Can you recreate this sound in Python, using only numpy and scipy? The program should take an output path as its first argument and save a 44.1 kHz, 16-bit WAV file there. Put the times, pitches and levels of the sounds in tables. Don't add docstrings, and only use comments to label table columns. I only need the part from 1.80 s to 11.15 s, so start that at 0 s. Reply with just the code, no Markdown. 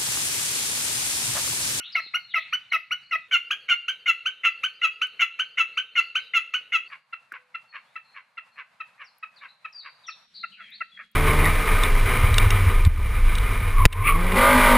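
import sys
import numpy as np
from scipy import signal
from scipy.fft import rfft, irfft, next_fast_len
from scipy.io import wavfile
from scipy.ndimage import uniform_filter1d

SR = 44100
rng = np.random.default_rng(int(sys.argv[2]) if len(sys.argv) > 2 else 0)


def inscribe(sig):
    pcm = np.round(np.clip(np.atleast_2d(sig).T, -1, 1) * 32767)
    wavfile.write(sys.argv[1], SR, pcm.astype(np.int16))


N = 412335


def undb(db):
    return 10 ** (np.asarray(db) / 20)


def level(x, db):
    return x * undb(db) / np.sqrt(np.mean(x ** 2))


def add(track, start_s, x):
    i = int(start_s * SR)
    x, i = x[max(-i, 0):], max(i, 0)
    track[i:i + len(x)] += x[:max(len(track) - i, 0)]


def on_log(hz, points_hz, values):
    return np.interp(np.log(hz + 1), np.log(points_hz), values)


def colour(x, points, size=1024):
    curve_db = on_log(np.linspace(0, SR / 2, size // 2 + 1), *np.transpose(points))
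    cepstrum = irfft(np.log(undb(curve_db)))
    cepstrum[1:size // 2] *= 2
    cepstrum[size // 2 + 1:] = 0
    return signal.oaconvolve(x, irfft(np.exp(rfft(cepstrum))))[:len(x)]


def flutter(n, hz):
    width = max(int(SR / hz / 2), 1)
    smoothed = uniform_filter1d(rng.standard_normal(n), width, mode="wrap")
    return level(uniform_filter1d(smoothed, width, mode="wrap"), 0)


def scatter(x, t60_s, side, delay_s=0.004):
    t = np.arange(SR) / SR
    envelope = np.exp(-np.log(1000) * t / t60_s) * np.clip(t / delay_s - 1, 0, 1)
    common, apart = rng.standard_normal((2, SR)) * envelope
    echoes = common + side * np.array([[1], [-1]]) * apart
    echoes /= np.sqrt(np.sum(echoes ** 2) / 2)
    dull = colour(x, [(1300, -6.0), (3000, -0.5), (6000, -7.5), (12000, -5.5)])
    return signal.fftconvolve(dull[None], echoes, axes=1)[:, :len(x)]


# (start [s], reed send [dB], tree send [dB], tree T60 [s], bed level [dB])
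BOUTS = [(-.1, -5.5, -15, 0.43, -61.5), (1.48, -3.5, -15, 0.56, -62.5), (5.08, -5.5, -15, 0.41, -65.5),
         (8.471, -10, -21.5, 0.72, -66.5)]


def during(bout):
    current = np.searchsorted([row[0] for row in BOUTS], np.arange(N) / SR) - 1
    return uniform_filter1d(1. * (current == bout), SR // 100)


# (frequency [Hz], relative gain [dB])
BED_COLOURS = [
    [(30, -31), (120, 7.5), (220, 2), (340, -12), (800, -3.5), (2600, 10), (4200, -21.5), (5200, -10),
     (7500, -16.5), (11500, -23.5), (13500, -51.5)],
    [(30, -30), (120, -9), (330, -14), (460, -2), (750, -14), (2700, -2), (3500, -11), (4300, -22),
     (5200, -26.5), (8500, -29.5), (11500, -26), (13500, -43.5)],
    [(30, -54.5), (130, -3.5), (220, -5.5), (340, -20), (520, -4.5), (1000, 3.5), (2500, -2), (3200, -10),
     (4200, -9), (5600, -19), (12000, -22.5), (13800, -64)],
    [(30, -14), (140, -11), (200, 8), (310, -19.5), (520, -12), (780, -17.5), (1400, -8.5), (4000, -6),
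     (5600, -21), (11800, -27), (13200, -66.5)],
]


def background_bed(side=.25, waver_db=2.5):
    out = 0
    for bout, curve in enumerate(BED_COLOURS):
        bed_db = BOUTS[bout][-1]
        common, apart = (level(colour(rng.standard_normal(N), curve), bed_db) for _ in range(2))
        wide = side * np.array([[1], [-1]]) * colour(apart, [(150, -18.5), (1000, 6.5), (8000, 6.5)])
        out = out + during(bout) * (common + wide)
    return out * undb(waver_db * flutter(N, 11))


def hollow_ring(start_s=5.53, hz=500, t60_s=0.8, peak_db=-63):
    out, t = np.zeros(N), np.arange(SR) / SR
    decay = np.exp(-np.log(1000) * t / t60_s)
    add(out, start_s, undb(peak_db) * np.sin(2 * np.pi * hz * t) * decay)
    return out


# (time [s], centre [Hz], half-width [octaves], level [dB])
TICKS = [(0.263, 400, 1.3, -66), (2.901, 6950, .9, -79), (3.27, 7000, 1.1, -69), (5.519, 1590, 0.29, -42.5),
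         (5.522, 6950, 1.2, -65), (5.522, 307, 0.75, -67.5), (7.383, 11940, 0.25, -72.5),
         (8.904, 11540, 0.43, -75.5), (9.315, 12030, 0.51, -76)]


def ticks(decay_s=0.0033):
    out, t = np.zeros(N), np.arange(SR // 20) / SR
    hz = np.arange(len(t) // 2 + 1) * SR / len(t) + 1
    for start_s, centre_hz, octaves, db in TICKS:
        band_db = np.maximum(-6 * (np.log2(hz / centre_hz) / octaves) ** 2, -60)
        burst = rng.standard_normal(len(t)) * np.exp(-t / decay_s)
        add(out, start_s, level(colour(burst, np.column_stack([hz, band_db])), db))
    return out


def twitter(count, centre_hz, range_hz, slur_hz, rise_hz, length_s, db, buzz_depth_hz, until_s=5.08):
    when, length, high, slope, loud = rng.uniform(-1, 1, (count, 5)).T
    start_s = (np.arange(count) + .5 + when / 2) / count * until_s
    hz = centre_hz + range_hz * high
    half_slide_hz = rise_hz + slur_hz * slope
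    return np.column_stack([start_s, length_s * (1 + 0.13 * length), hz - half_slide_hz,
                            hz + half_slide_hz, db + 4 * loud, np.full(count, buzz_depth_hz)])


# (time [s], length [s], first pitch [Hz], last pitch [Hz], source level [dB], buzz depth [Hz])
WHISTLES = [(.017, 0.059, 2300, 4050, -39.5, 200), (.069, 0.042, 3300, 4300, -46, 70),
            (.118, 0.051, 5460, 3600, -40, 200), (.19, 0.082, 4196, 4180, -41.5, 93),
            (.248, .035, 4210, 3600, -45, 77), (.378, .11, 4380, 4224, -50.5, 30),
            (.488, 0.059, 4400, 2850, -45.5, 170), (.566, 0.072, 4080, 3660, -43.5, 360),
            (.6, 0.11, 2690, 2185, -46, 310), (.895, .047, 4530, 3470, -49, 66),
            (4.179, 0.12, 4420, 4400, -51.5, 150), (4.363, 0.14, 4030, 3840, -53, 150),
            (5.87, .1, 4450, 4240, -60, 15), (6.05, 0.094, 3100, 3930, -71, 64),
            (6.226, 0.16, 4210, 4220, -63, 97), (6.711, 0.061, 4290, 4260, -66, 47),
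            (7.237, 0.068, 6170, 3950, -57, 70), (7.557, 0.043, 5100, 3400, -52.5, 74),
            (7.68, .04, 3870, 4120, -53, 110), (7.925, 0.016, 5820, 4600, -49, 93),
            (7.937, 0.087, 4860, 4490, -41, 22), (7.986, 0.042, 4700, 3670, -45, 29),
            (8.232, 0.044, 4040, 3190, -51, 130), (8.264, .04, 5900, 5330, -42, 72),
            (8.296, 0.041, 4870, 3410, -45, 140), (8.534, .11, 4345, 4055, -42, 290),
            (8.714, 0.049, 3080, 2525, -48, 220), (8.793, .1, 3450, 3130, -52, 46),
            (8.801, .18, 2340, 2100, -51, 350), (8.909, 0.066, 3290, 4600, -44, 134),
            (9.11, 0.073, 3460, 3260, -50.5, 17)]


def songbirds(buzz_hz=130, direct_db=-5, early_db=-4, tail_db=-8, pan_db=3.5):
    piper = twitter(count=12, centre_hz=4350, range_hz=90, slur_hz=130, rise_hz=-70,
                    length_s=.07, db=-62, buzz_depth_hz=80)
    twitterers = twitter(count=70, centre_hz=4120, range_hz=500, slur_hz=350, rise_hz=120,
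                         length_s=.067, db=-63.5, buzz_depth_hz=150)
    song = np.zeros(N)
    for start_s, length_s, first_hz, last_hz, db, depth_hz in [*WHISTLES, *piper, *twitterers]:
        n = int(length_s * SR)
        glide_hz = last_hz + (first_hz - last_hz) * np.linspace(1, 0, n) ** 1.3
        buzz = np.sin(2 * np.pi * buzz_hz * np.arange(n) / SR) + .4 * flutter(n, 300)
        tone = np.sin(2 * np.pi * np.cumsum(glide_hz + depth_hz * buzz) / SR)
        add(song, start_s, level(tone * signal.windows.tukey(n, .5), db))
    direct = undb(direct_db + np.array([[pan_db], [-pan_db]]) / 2) * song
    early = undb(early_db) * scatter(song, t60_s=0.17, side=0.23, delay_s=0.0042)
    tail = undb(tail_db) * scatter(song, t60_s=.8, side=.85, delay_s=0.015)
    return direct + early + tail


def gesture(attack_s, hold_s, release_s, start_db, scoop, crest_s, glide_s, bend, lock_s, rough, odd_db):
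    t = np.arange(int((attack_s + hold_s + release_s) * SR)) / SR
    early = np.clip(1 - t / attack_s, 0, 1)
    late = np.clip((t - attack_s - hold_s) / release_s, 0, 1)
    effort_db = start_db * early ** 1.3 - 25.5 * late ** 1.17
    lock_chance, scoop_chance = rng.standard_normal(2)
    crest = np.exp(-((t - crest_s) / glide_s) ** 2)
    pitch_ratio = 1 + scoop * (1 + .1 * scoop_chance) * crest + bend * late
    locked = .5 + .5 * np.tanh((t - lock_s * (1 + 0.24 * lock_chance)) / .005)
    clear = locked * (1 - late) ** 2
    opening = np.clip(np.minimum(t / (0.72 * attack_s), 1) ** 2 - 0.42 * late, 0, 1)
    odd_curve_db, roughness = np.interp(clear, [0, 1], odd_db), np.interp(clear, [0, 1], rough)
    return pitch_ratio, effort_db, odd_curve_db, roughness, opening


def syrinx(hz, effort_db, odd_db, roughness, jitter=0.096, shimmer=0.93, rasp=2.7):
    n = len(hz)
    pitch_hz = hz * (1 + jitter * roughness * flutter(n, 750) + 0.0061 * flutter(n, 80))
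    phase = 2 * np.pi * np.cumsum(pitch_hz) / SR
    k = np.arange(1, 24)[:, None]
    odd_gain = undb(odd_db + 2.8 * flutter(n, 59))
    softness = np.maximum(10 * roughness - effort_db, 0)
    tilt_db_per_octave = 1.1 * rng.standard_normal() - 1.8 * softness
    partials = np.where(k % 2, odd_gain, 1) * undb(tilt_db_per_octave * np.log2(np.maximum(k / 4, 1)))
    pulses = np.sum(partials * np.cos(k * phase + .12 * k ** 2) * (k * pitch_hz < SR / 2), axis=0)
    hiss = colour(rng.standard_normal(n), [(100, -24), (700, 1.0), (1200, 3.5), (3200, -8), (6000, 8.5)])
    turbulence = rasp * roughness * hiss * (1 + np.cos(phase))
    return (pulses * (1 + shimmer * roughness * flutter(n, 300)) + turbulence) * undb(effort_db)


# (frequency [Hz], gain [dB])
SHUT_BILL = [(700, -12), (1400, -6), (2050, 3), (2800, -4), (4000, -12), (6000, -10), (12000, -22)]


def note(style, tone_curve, hz, db, fade_in_s=.007):
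    pitch_ratio, effort_db, odd_db, roughness, opening = gesture(**style)
    n = len(pitch_ratio)
    source = syrinx(hz * pitch_ratio, effort_db, odd_db, roughness)
    voice = opening * source + (1 - opening) * colour(source, SHUT_BILL)
    voice *= np.minimum(np.arange(n) / (fade_in_s * SR), 1) ** .5
    voice *= undb(.5 * flutter(n, 90))
    return level(colour(voice * signal.windows.tukey(n, 0.17), tone_curve), db)


# (frequency [Hz], left minus right [dB], left phase lead [rad])
MIC_PORTS = [(700, 0, -.1), (1330, 2.4, .42), (1600, .3, -.15), (2100, .3, .46), (2700, -.5, -.36),
             (3100, -.7, -.27), (4200, .6, 0), (6500, -.3, 0), (12000, 0, .6)]


def mic_ports(x):
    points_hz, balance_db, lead = np.transpose(MIC_PORTS)
    size = next_fast_len(len(x))
    hz = np.arange(size // 2 + 1) * SR / size
    left = undb(on_log(hz, points_hz, balance_db) / 2) * np.exp(.5j * on_log(hz, points_hz, lead))
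    return irfft(rfft(x, size) * np.array([left, 1 / left]), size)[:, :len(x)]


# (time [s], pitch [Hz], dry level [dB])
CHIPS = [(.146, 648, -24), (.536, 643, -23), (.913, 644, -22.5), (1.307, 634, -24), (1.508, 697.4, -19.5),
         (1.881, 694.2, -19.5), (2.256, 671, -20), (2.632, 668.2, -20), (3.012, 650, -20.5),
         (3.390, 668, -20.5), (3.770, 663.3, -20.5), (4.151, 667.2, -20), (4.533, 657.6, -20.5),
         (4.918, 657.3, -21.5), (5.324, 669, -34), (5.741, 668, -33), (6.154, 662, -35.5),
         (6.570, 680, -36), (6.998, 653, -34.5), (7.425, 641, -35), (7.843, 636.4, -35.5),
         (8.278, 641, -36), (8.630, 674, -31), (9.002, 673, -29)]
# (time [s], pitch [Hz], dry level [dB])
PERS = [(-.05, 729.6, -23.5), (.334, 726.2, -25), (.722, 751.5, -24.5), (1.105, 734, -26),
        (1.702, 817.5, -26), (2.076, 784, -26.5), (2.452, 779, -25.5), (2.829, 779, -25.5),
        (3.210, 768, -25), (3.587, 775.3, -25.5), (3.967, 778.4, -25.5), (4.347, 769.7, -24.5),
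        (4.732, 755, -25.5), (5.088, 547.5, -44), (5.506, 528, -44), (5.918, 545.7, -42.5),
        (6.335, 529.4, -46), (6.753, 534.4, -43), (7.175, 545, -45.5), (7.598, 529, -46), (8.024, 533, -46),
        (8.764, 667, -47), (9.160, 557, -44)]
# (attack [s], hold [s], release [s], starting effort [dB], scoop [share of pitch], crest [s], glide [s],
#  bend [share of pitch], lock [s], roughness [0-1], odd partials [dB]); the last two as (ragged, clear)
CHIP_STYLES = [ dict(attack_s=0.021, hold_s=0.019, release_s=0.023, start_db=-16.5, scoop=0.1183, crest_s=.014, glide_s=0.0101, bend=0.052, lock_s=0.016, rough=(0.55, .05),
               odd_db=(6.5, -16.5)),
               dict(attack_s=0.031, hold_s=.015, release_s=0.023, start_db=-12, scoop=.1, crest_s=.018, glide_s=0.012, bend=.03, lock_s=.023, rough=(0.46, 0.056),
               odd_db=(1, -10.5)),
               dict(attack_s=0.011, hold_s=0.0042, release_s=.012, start_db=-15.5, scoop=0.016, crest_s=0.0058, glide_s=0.0099, bend=-0.12, lock_s=0.0062, rough=(0.39, 0.13),
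               odd_db=(9.5, -14))]
PER_STYLES = [ dict(attack_s=.014, hold_s=.011, release_s=.02, start_db=-18, scoop=-.3, crest_s=0, glide_s=.01, bend=0.005, lock_s=.008, rough=(.4, .04),
              odd_db=(-4, -29)),
              dict(attack_s=.009, hold_s=.013, release_s=.028, start_db=-24, scoop=-.31, crest_s=0, glide_s=.0105, bend=-.05, lock_s=.008, rough=(.45, .04),
              odd_db=(-3, -23)),
              dict(attack_s=.044, hold_s=.003, release_s=.044, start_db=-24, scoop=.14, crest_s=.006, glide_s=.032, bend=-.1, lock_s=.034, rough=(.7, .45),
              odd_db=(2, -2))]
# (frequency [Hz], relative gain [dB])
NOTE_COLOURS = [
    [(250, -41), (430, -17), (900, -13.5), (1300, 2.5), (1500, -5.5), (2100, 9.5), (2600, 1.5), (3000, 2),
     (3450, -11), (4900, -26.5), (5900, -16), (7400, -71), (11500, -26), (15500, -66)],
    [(300, -52.5), (680, -33.5), (1300, -2.5), (1600, -8.5), (2100, -1.5), (2700, 2.5), (3100, -1),
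     (3700, -16.5), (5050, -32), (6300, -20), (7500, -36), (8700, -59), (10700, -32.5), (13800, -49.5),
     (15300, -37.5)],
    [(300, -20), (650, -28), (1000, -3), (1330, 2), (1700, -1.5), (2150, 0.5), (2700, 2.5), (3200, -10.5),
     (4000, -16.5), (5400, -34), (7000, -51), (9500, -59), (12000, -64), (15500, -71)],
    [(300, -55), (650, -17.5), (900, -25), (1350, 4.5), (2050, 4), (2700, 0.5), (3200, -36), (4000, -36),
     (7000, -58), (15500, -68)],
]


def snipe(lead_in_s=.1):
    out = 0
    ends_s = [row[0] for row in BOUTS[1:]] + [np.inf]
    for bout, (start_s, reeds_db, trees_db, trees_t60_s, _) in enumerate(BOUTS):
        song = np.zeros(N + int(lead_in_s * SR))
        for notes, styles in ((CHIPS, CHIP_STYLES), (PERS, PER_STYLES)):
            for time_s, hz, db in notes:
                if start_s <= time_s < ends_s[bout]:
                    add(song, time_s + lead_in_s, note(styles[min(bout, 2)], NOTE_COLOURS[bout], hz, db))
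        reeds = undb(reeds_db) * scatter(song, t60_s=0.14, side=0.53)
        trees = undb(trees_db) * scatter(song, trees_t60_s, side=0.2, delay_s=0.012)
        out = out + during(bout) * (mic_ports(song) + reeds + trees)[:, -N:]
    return out


def scene():
    return snipe() + songbirds() + ticks() + hollow_ring() + background_bed()


def record(dry, top_hz=15800):
    return signal.sosfilt(signal.ellip(10, .2, 80, top_hz, fs=SR, output="sos"), dry)


dry = scene()
out = record(dry)
inscribe(out)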